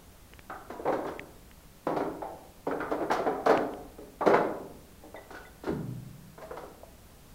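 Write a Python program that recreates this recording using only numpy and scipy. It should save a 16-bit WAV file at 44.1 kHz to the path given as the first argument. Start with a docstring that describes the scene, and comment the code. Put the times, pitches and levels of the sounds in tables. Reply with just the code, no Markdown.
"""Steps over rubble in a brick tunnel

Contacts are gritty noise pulses, filtered as heel thump, sole slap and knock of the piece underfoot.
Soles scrape as filtered grain noise; loose debris clinks as decaying, phase-rattled sines.
Noise tails make the vault ring after each of these; a late thud swells into a low boom of drifting sines.
Short dry ticks and snaps (the hand-held camera's body, and a cracking stone at 3.57 s) are noise bursts
with a low bump, over steady low rumble, hiss and a thin whine."""
import sys
import numpy as np
from scipy import signal
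from scipy.fft import rfft, irfft
from scipy.io import wavfile
from scipy.ndimage import uniform_filter1d, map_coordinates

SR = 44100
rng = np.random.default_rng(int(sys.argv[2]) if len(sys.argv) > 2 else 0)


def int16_out(signal):
    """Quantize to a 16-bit WAV file."""
    q = np.round(np.clip(np.atleast_2d(signal).T, -1, 1) * 32767)
    wavfile.write(sys.argv[1], SR, q.astype(np.int16))


N = 323694

# shoe contacts: t/s, base level/dB, heel bass weight/dB, slap level re base/dB, knock f/Hz
CONTACTS = [(0.496, -31, -11, -6.5, 1266), (0.699, -27, -18.5, -17, 977), (0.793, -26.5, -8, -36, 472),
            (0.852, -18, -20, -23, 484), (0.874, -13, -19.5, -21, 534), (0.924, -17.5, -13, -18.5, 548),
            (0.982, -24.5, -11, -37, 697), (1.045, -22.5, -19, -31, 396), (1.074, -27.5, -11, -12, 440),
            (1.867, -14.5, -15.5, -21.5, 316), (1.962, -16, -18.5, -22.5, 318),
            (2.003, -21, -18, -14.5, 439), (2.218, -23, -25, -28, 791), (2.667, -16.5, -14, -29, 572),
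            (2.708, -22, -13, -12, 440), (2.802, -29.5, -17, -2, 1213), (2.824, -28, -7, -11.5, 322),
            (2.913, -15, -14.5, -23, 573), (3.003, -18.5, -14.5, -25, 343), (3.018, -22.5, -19, -19, 396),
            (3.099, -19, -16, -9, 870), (3.112, -16, -22.5, -12, 720), (3.189, -17.5, -10, -43, 704),
            (3.263, -13, -17.5, -19, 708), (3.46, -10.5, -16.5, -13, 726), (3.49, -9.5, -14.5, -18, 283),
            (3.51, -12, -17.5, -37, 785), (3.982, -31, -10, -32, 415), (4.208, -16.5, -23, -21, 706),
            (4.261, -6.5, -14.5, -27, 473), (4.298, -10, -20, -24, 417), (4.335, -9, -19.5, -14.5, 564),
            (5.035, -35.5, -9, -37, 383), (5.142, -34.5, -24, -19, 630), (5.304, -33.5, -21, -14, 751),
            (5.34, -33.5, -23, -15, 1430), (5.634, -29.5, -6, -24, 388), (5.666, -20.5, -2.5, -17, 315),
            (5.682, -21.5, 1, -41, 375), (6.378, -35.5, -22, -13, 560), (6.418, -32, -22, -14.5, 636),
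            (6.507, -26, -17, -17.5, 490), (6.569, -31.5, -13, -11.5, 1280), (6.628, -33.5, -12, -26, 480)]
# soles sliding on grit: t/s, base level/dB
SLIDES = [(0.699, -48.5), (0.876, -49), (0.9223, -44), (1.064, -45.5), (1.867, -46), (1.9605, -43),
          (2.6697, -52), (2.9077, -44.5), (3.112, -30), (3.457, -33.5), (3.4943, -32), (4.2599, -32.5),
          (4.3402, -40), (5.3064, -48), (5.347, -48), (5.6403, -43), (5.671, -47), (6.414, -51.5),
          (6.5654, -50)]
# short dry ticks and snaps, camera body and a cracking stone at 3.57 s: t/s, snap peak level/dB
TICKS = [(0.3353, -35), (0.392, -31), (1.1942, -23.5), (1.5129, -41.5), (3.5748, -18.5), (3.7369, -37)]
# loose debris ringing: t/s, f/Hz, level/dB, t60/s
DEBRIS = [(.51, 767, -42, 0.4), (.503, 1260, -37, 0.12), (2.218, 846, -39, .1), (4.22, 1150, -26, 0.15),
          (5.143, 625, -36.5, 0.18), (5.158, 1960, -44, 0.26), (5.162, 3600, -49.5, 0.064),
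          (5.346, 1470, -41.5, 0.25), (5.368, 1452, -34.5, 0.089), (5.451, 1990, -44.5, .07),
          (5.46, 3480, -57, .12), (6.833, 656, -32, 0.035)]
# low cross modes of the vault: f/Hz, phase drift rate/Hz, base level/dB, swell/s, t60/s
BOOM_MODES = [(76, 11, -37, 0.015, 0.46), (122.5, 3, -33.5, 0.22, 0.94), (152, 24, -34.5, 0.042, 2.08),
              (184.7, 15.33, -35, 0.037, 1.84), (240, 79, -32.5, 0.032, 0.97), (320, 33, -41, 0.033, 0.68),
              (399, 50, -27, 0.0086, 0.26)]
# spectrum common to heel and sole: f/Hz, gain/dB
SHOE_SPECTRUM = [(60, -59.5), (105, -19), (150, -5.5), (205, -9.5), (265, -4), (430, 2.5), (750, -0.5),
                 (1100, -6), (1700, -15.5), (2200, -17.5), (2800, -32.5), (4000, -33.5), (9000, -59.5)]
# extra heel spectrum, soft heel damps the treble: f/Hz, gain/dB
HEEL_SPECTRUM = [(150, -2), (280, -0.5), (700, 0.5), (1000, -1.5), (1600, -7.5)]
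# extra flat-sole spectrum, mostly treble: f/Hz, gain/dB
SLAP_SPECTRUM = [(400, -26), (800, -6.5), (1500, 4.5), (1900, 0), (2300, -2.5), (3100, 0.5), (4000, -2.5)]
# reach of the heel bass weight: f/Hz, share/1
THUMP_REACH = [(130, 0.34), (300, 0.88), (700, 0)]
# sand under a sliding sole: f/Hz, gain/dB
GRIT_SPECTRUM = [(400, -39), (1200, 9.5), (2500, -1), (4000, 0), (6500, -8.5), (8500, -15.5),
                 (15000, -21.5)]
# spectrum shared by ticks and snaps: f/Hz, gain/dB
SNAP_SPECTRUM = [(100, 9), (300, 8), (1400, 1), (1800, 9), (3000, 5.5), (4300, -10.5), (5200, -13),
                 (7500, -19.5), (15000, -46)]
# vault resonances: f/Hz, width/Hz, lift/dB
VAULT_RESONANCES = [(269.8, 6.8, 6.5), (306.7, 31, 7), (397.6, 6.1, 6), (582, 18, 0.5), (764, 14, 2.5),
                    (1120, 18, -4)]
# vault reverberation: f/Hz, t60/s
VAULT_DECAY = [(120, 1.6), (260, 0.78), (700, 0.69), (1200, 0.62), (2000, 0.5), (4800, 0.42), (12000, 0.2)]
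# background spectrum, relative: f/Hz, density/dB per Hz
FLOOR_SPECTRUM = [(20, -3), (54, -2), (100, -5.5), (125, -12), (170, -6.5), (240, -11), (330, -15.5),
                  (450, -16), (750, -19.5), (1200, -23), (2000, -26.5), (5000, -30), (15500, -31)]

T = np.arange(SR) / SR  # s, span of one event
HZ = np.fft.rfftfreq(2 * SR, 1 / SR)
HEEL_DB, SLAP_DB = -13.5, -4.5  # offsets to each part's 40 ms rms level
USUAL_THUMP_DB = -17  # bass weight that leaves the heel spectrum unchanged
KNOCK_DB, KNOCK_HALF_WIDTH_RATIO = 9, 0.033
RISE_S, HEEL_PRESS_S, SLAP_PRESS_S = 0.0012, 0.016, 0.017  # base press, before linger
FIRM_DB, PRESS_DOUBLES_DB = -22, 40  # press doubles per 40 dB; no change at -22 dB
ROLL_S, ROLL_LINGER, ROLL_ECHO_DB = 0.077, 0.54, -6  # foot already down: longer press, less echo
HEEL_ECHO_DB, SLAP_ECHO_DB, ECHO_BUILD_S = -2, -2, 0.0038  # echo of a fresh landing
SETTLE_S, SETTLE_DB, SETTLE_LOSS_DB = 0.04, -14.5, 5  # mean gap, first shift, loss per shift
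SLIDE_S, SCRAPE_DB = 0.046, -8  # time scale, offset to 40 ms rms level
RASP_RAD, RASP_S = 0.54, 0.024
THUD_S, BOOM_DB = 5.68, -2
BUMP_DB = -15.5  # re snap peak
FLOOR_DB, WHINE_HZ, WHINE_DB = -53, 14126, -90  # rms levels
TOP_HZ = 15800


def steps():
    """Heel thumps, flat sole slaps, piece underfoot knocks at its own pitch."""
    out = np.zeros(N)
    body_db = along(SHOE_SPECTRUM, HZ)
    for hz, width_hz, lift_db in VAULT_RESONANCES:
        body_db = body_db + lift_db / (1 + (2 * (HZ - hz) / width_hz) ** 2)
    heel_body_db = body_db + along(HEEL_SPECTRUM, HZ)
    slap_body_db = body_db + along(SLAP_SPECTRUM, HZ)
    bass_share = along(THUMP_REACH, HZ)
    gaps_s = np.diff([row[0] for row in CONTACTS], prepend=0)
    for (s, db, thump_db, slap_db, knock_hz), gap_s in zip(CONTACTS, gaps_s):
        rolling = np.exp(-(gap_s / ROLL_S) ** 2)  # near 0: fresh landing; near 1: foot still down
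        # louder contacts press longer
        linger = (1 + ROLL_LINGER * rolling) * 2 ** ((db - FIRM_DB) / PRESS_DOUBLES_DB)
        roll_echo_db = ROLL_ECHO_DB * rolling
        weight_db = bass_share * (thump_db - USUAL_THUMP_DB)
        knock_db = KNOCK_DB / (1 + ((HZ / knock_hz - 1) / KNOCK_HALF_WIDTH_RATIO) ** 2)

        heel = tunnel(crunch(HEEL_PRESS_S * linger), HEEL_ECHO_DB + roll_echo_db, ECHO_BUILD_S)
        heel = coloured(heel, heel_body_db + weight_db + knock_db)
        add(out, s, at_level(heel, db + HEEL_DB))

        slap = tunnel(crunch(SLAP_PRESS_S * linger), SLAP_ECHO_DB + roll_echo_db, ECHO_BUILD_S)
        slap = coloured(slap, slap_body_db + knock_db)
        add(out, s, at_level(slap, db + slap_db + SLAP_DB))
    return out


def crunch(press_s):
    """Contact force: a gritty press, then three ever weaker shifts of the rubble."""
    gaps_s = SETTLE_S * rng.uniform(0.5, 1.5, size=3)
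    shifts = [(0, 0)]
    for k, s in enumerate(np.cumsum(gaps_s)):
        shifts.append((s, SETTLE_DB - SETTLE_LOSS_DB * k))
    pressure = np.zeros(SR)
    for s, db in shifts:
        t = np.maximum(T - s, 0)
        pressure += amp(db) * (1 - np.exp(-t / RISE_S)) * np.exp(-(t / press_s) ** 2)
    return grains(spread_db=2.5) * pressure


def scrapes():
    """Sand grinds under a sliding sole: grain noise swells, then decays."""
    out = np.zeros(N)
    u = T / SLIDE_S
    for s, db in SLIDES:
        slide = grains(spread_db=4) * np.sqrt(u) * np.exp(-3.5 * u)
        ringing = tunnel(slide, wet_db=-2.5, build_s=0.0027)
        add(out, s, at_level(coloured(ringing, along(GRIT_SPECTRUM, HZ)), db + SCRAPE_DB))
    return out


def clinks():
    """Nudged debris rings as a decaying sine; phase noise gives rattle and an initial rasp."""
    out = np.zeros(N)
    for s, hz, db, t60_s in DEBRIS:
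        rattle = map_coordinates(rng.standard_normal(154), [150 * T])
        rasp = map_coordinates(rng.standard_normal(604), [600 * T])
        rasp = RASP_RAD * np.exp(-T / RASP_S) * rasp
        envelope = amp(db - 60 * T / t60_s) * (1 - np.exp(-T / 0.001))
        ring = np.sin(2 * np.pi * hz * T + rattle + rasp) * envelope
        add(out, s, tunnel(ring, wet_db=-13, build_s=0.0082))
    return out


def boom():
    """Vault cross modes after the thud, each with its own swell and decay."""
    out = np.zeros(N)
    for hz, drift_hz, db, swell_s, t60_s in BOOM_MODES:
        # many paths of unequal length smear the phase: smoothed random walk
        drift = np.cumsum(rng.standard_normal(SR)) * np.sqrt(np.pi * drift_hz / SR)
        ring = np.sin(2 * np.pi * hz * T + uniform_filter1d(drift, size=600))
        swell = np.minimum(T / swell_s, 1) ** 2
        decay = amp(-60 * np.maximum(T - swell_s, 0) / t60_s)
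        add(out, THUD_S, amp(db + BOOM_DB) * ring * swell * decay)
    return out


def ticks():
    """Short dry ticks and snaps: a filtered noise burst plus a soft 110 Hz bump."""
    out = np.zeros(N)
    for s, db in TICKS:
        snap = rng.standard_normal(SR) * T * np.exp(-T / 0.0007)
        snap = coloured(snap, along(SNAP_SPECTRUM, HZ))
        bump = amp(BUMP_DB) * np.sin(2 * np.pi * 110 * T) * np.exp(-T / 0.0077)
        add(out, s, amp(db) * (snap / np.abs(snap).max() + bump))
    return out


def floor():
    """Low rumble and microphone hiss as shaped noise; electronic whine as a sine."""
    hz = np.fft.rfftfreq(N, 1 / SR)
    spectrum = rfft(rng.standard_normal(N)) * amp(along(FLOOR_SPECTRUM, hz))
    hiss = unit(irfft(spectrum, N))
    whine = unit(np.sin(2 * np.pi * WHINE_HZ * np.arange(N) / SR))
    return amp(FLOOR_DB) * hiss + amp(WHINE_DB) * whine


def tunnel(x, wet_db, build_s):
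    """Direct sound plus the vault's answer: a fresh noise tail, decay set per frequency."""
    hz, t, z = signal.stft(rng.standard_normal(SR), SR, nperseg=256)
    decay = amp(-60 * t / along(VAULT_DECAY, hz)[:, None])
    tail = signal.istft(z * decay, SR, nperseg=256)[1][:SR]
    tail = tail * (1 - np.exp(-T / build_s))
    tail = tail / np.linalg.norm(tail)
    return x + amp(wet_db) * signal.fftconvolve(x, tail)[:SR]


def grains(spread_db):
    """Noise of tiny fractures, size varying at random each half millisecond."""
    size_db = spread_db * np.interp(T, np.linspace(0, 1, 2000), rng.standard_normal(2000))
    return unit(rng.standard_normal(SR) * amp(size_db))


def coloured(x, gain_db):
    """Minimum-phase filter with the given gain on the HZ grid."""
    cepstrum = irfft(np.log(amp(gain_db)))
    # fold onto positive time: causal
    cepstrum[1:SR] *= 2
    cepstrum[SR + 1:] = 0
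    response = np.exp(rfft(cepstrum))
    return irfft(rfft(x, 2 * SR) * response)[:SR]


def at_level(x, db):
    """Scale so that the first 40 ms have the given rms level."""
    return amp(db) * x / np.sqrt(np.mean(x[T < 0.04] ** 2))


def along(points, hz):
    """Interpolate (f/Hz, value) points on a log-frequency axis."""
    f, v = np.transpose(points)
    return np.interp(np.log(hz + 1), np.log(f + 1), v)


def add(track, s, sound):
    """Mix a sound into the track from time s."""
    start = round(s * SR)
    track[start:start + len(sound)] += sound[:N - start]


def amp(db):
    """dB to amplitude ratio."""
    return 10 ** (np.asarray(db) / 20)


def unit(x):
    """Scale to unit rms."""
    return x / np.sqrt(np.mean(x ** 2) + 1e-20)


def scene():
    """Sum of all sources at one microphone."""
    return (steps() + scrapes() + clinks() + boom() + ticks() + floor())[None]


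def record(dry):
    """The camera keeps nothing at or above its band limit."""
    return irfft(rfft(dry) * (np.fft.rfftfreq(N, 1 / SR) < TOP_HZ), N)


dry = scene()
out = record(dry)
int16_out(out)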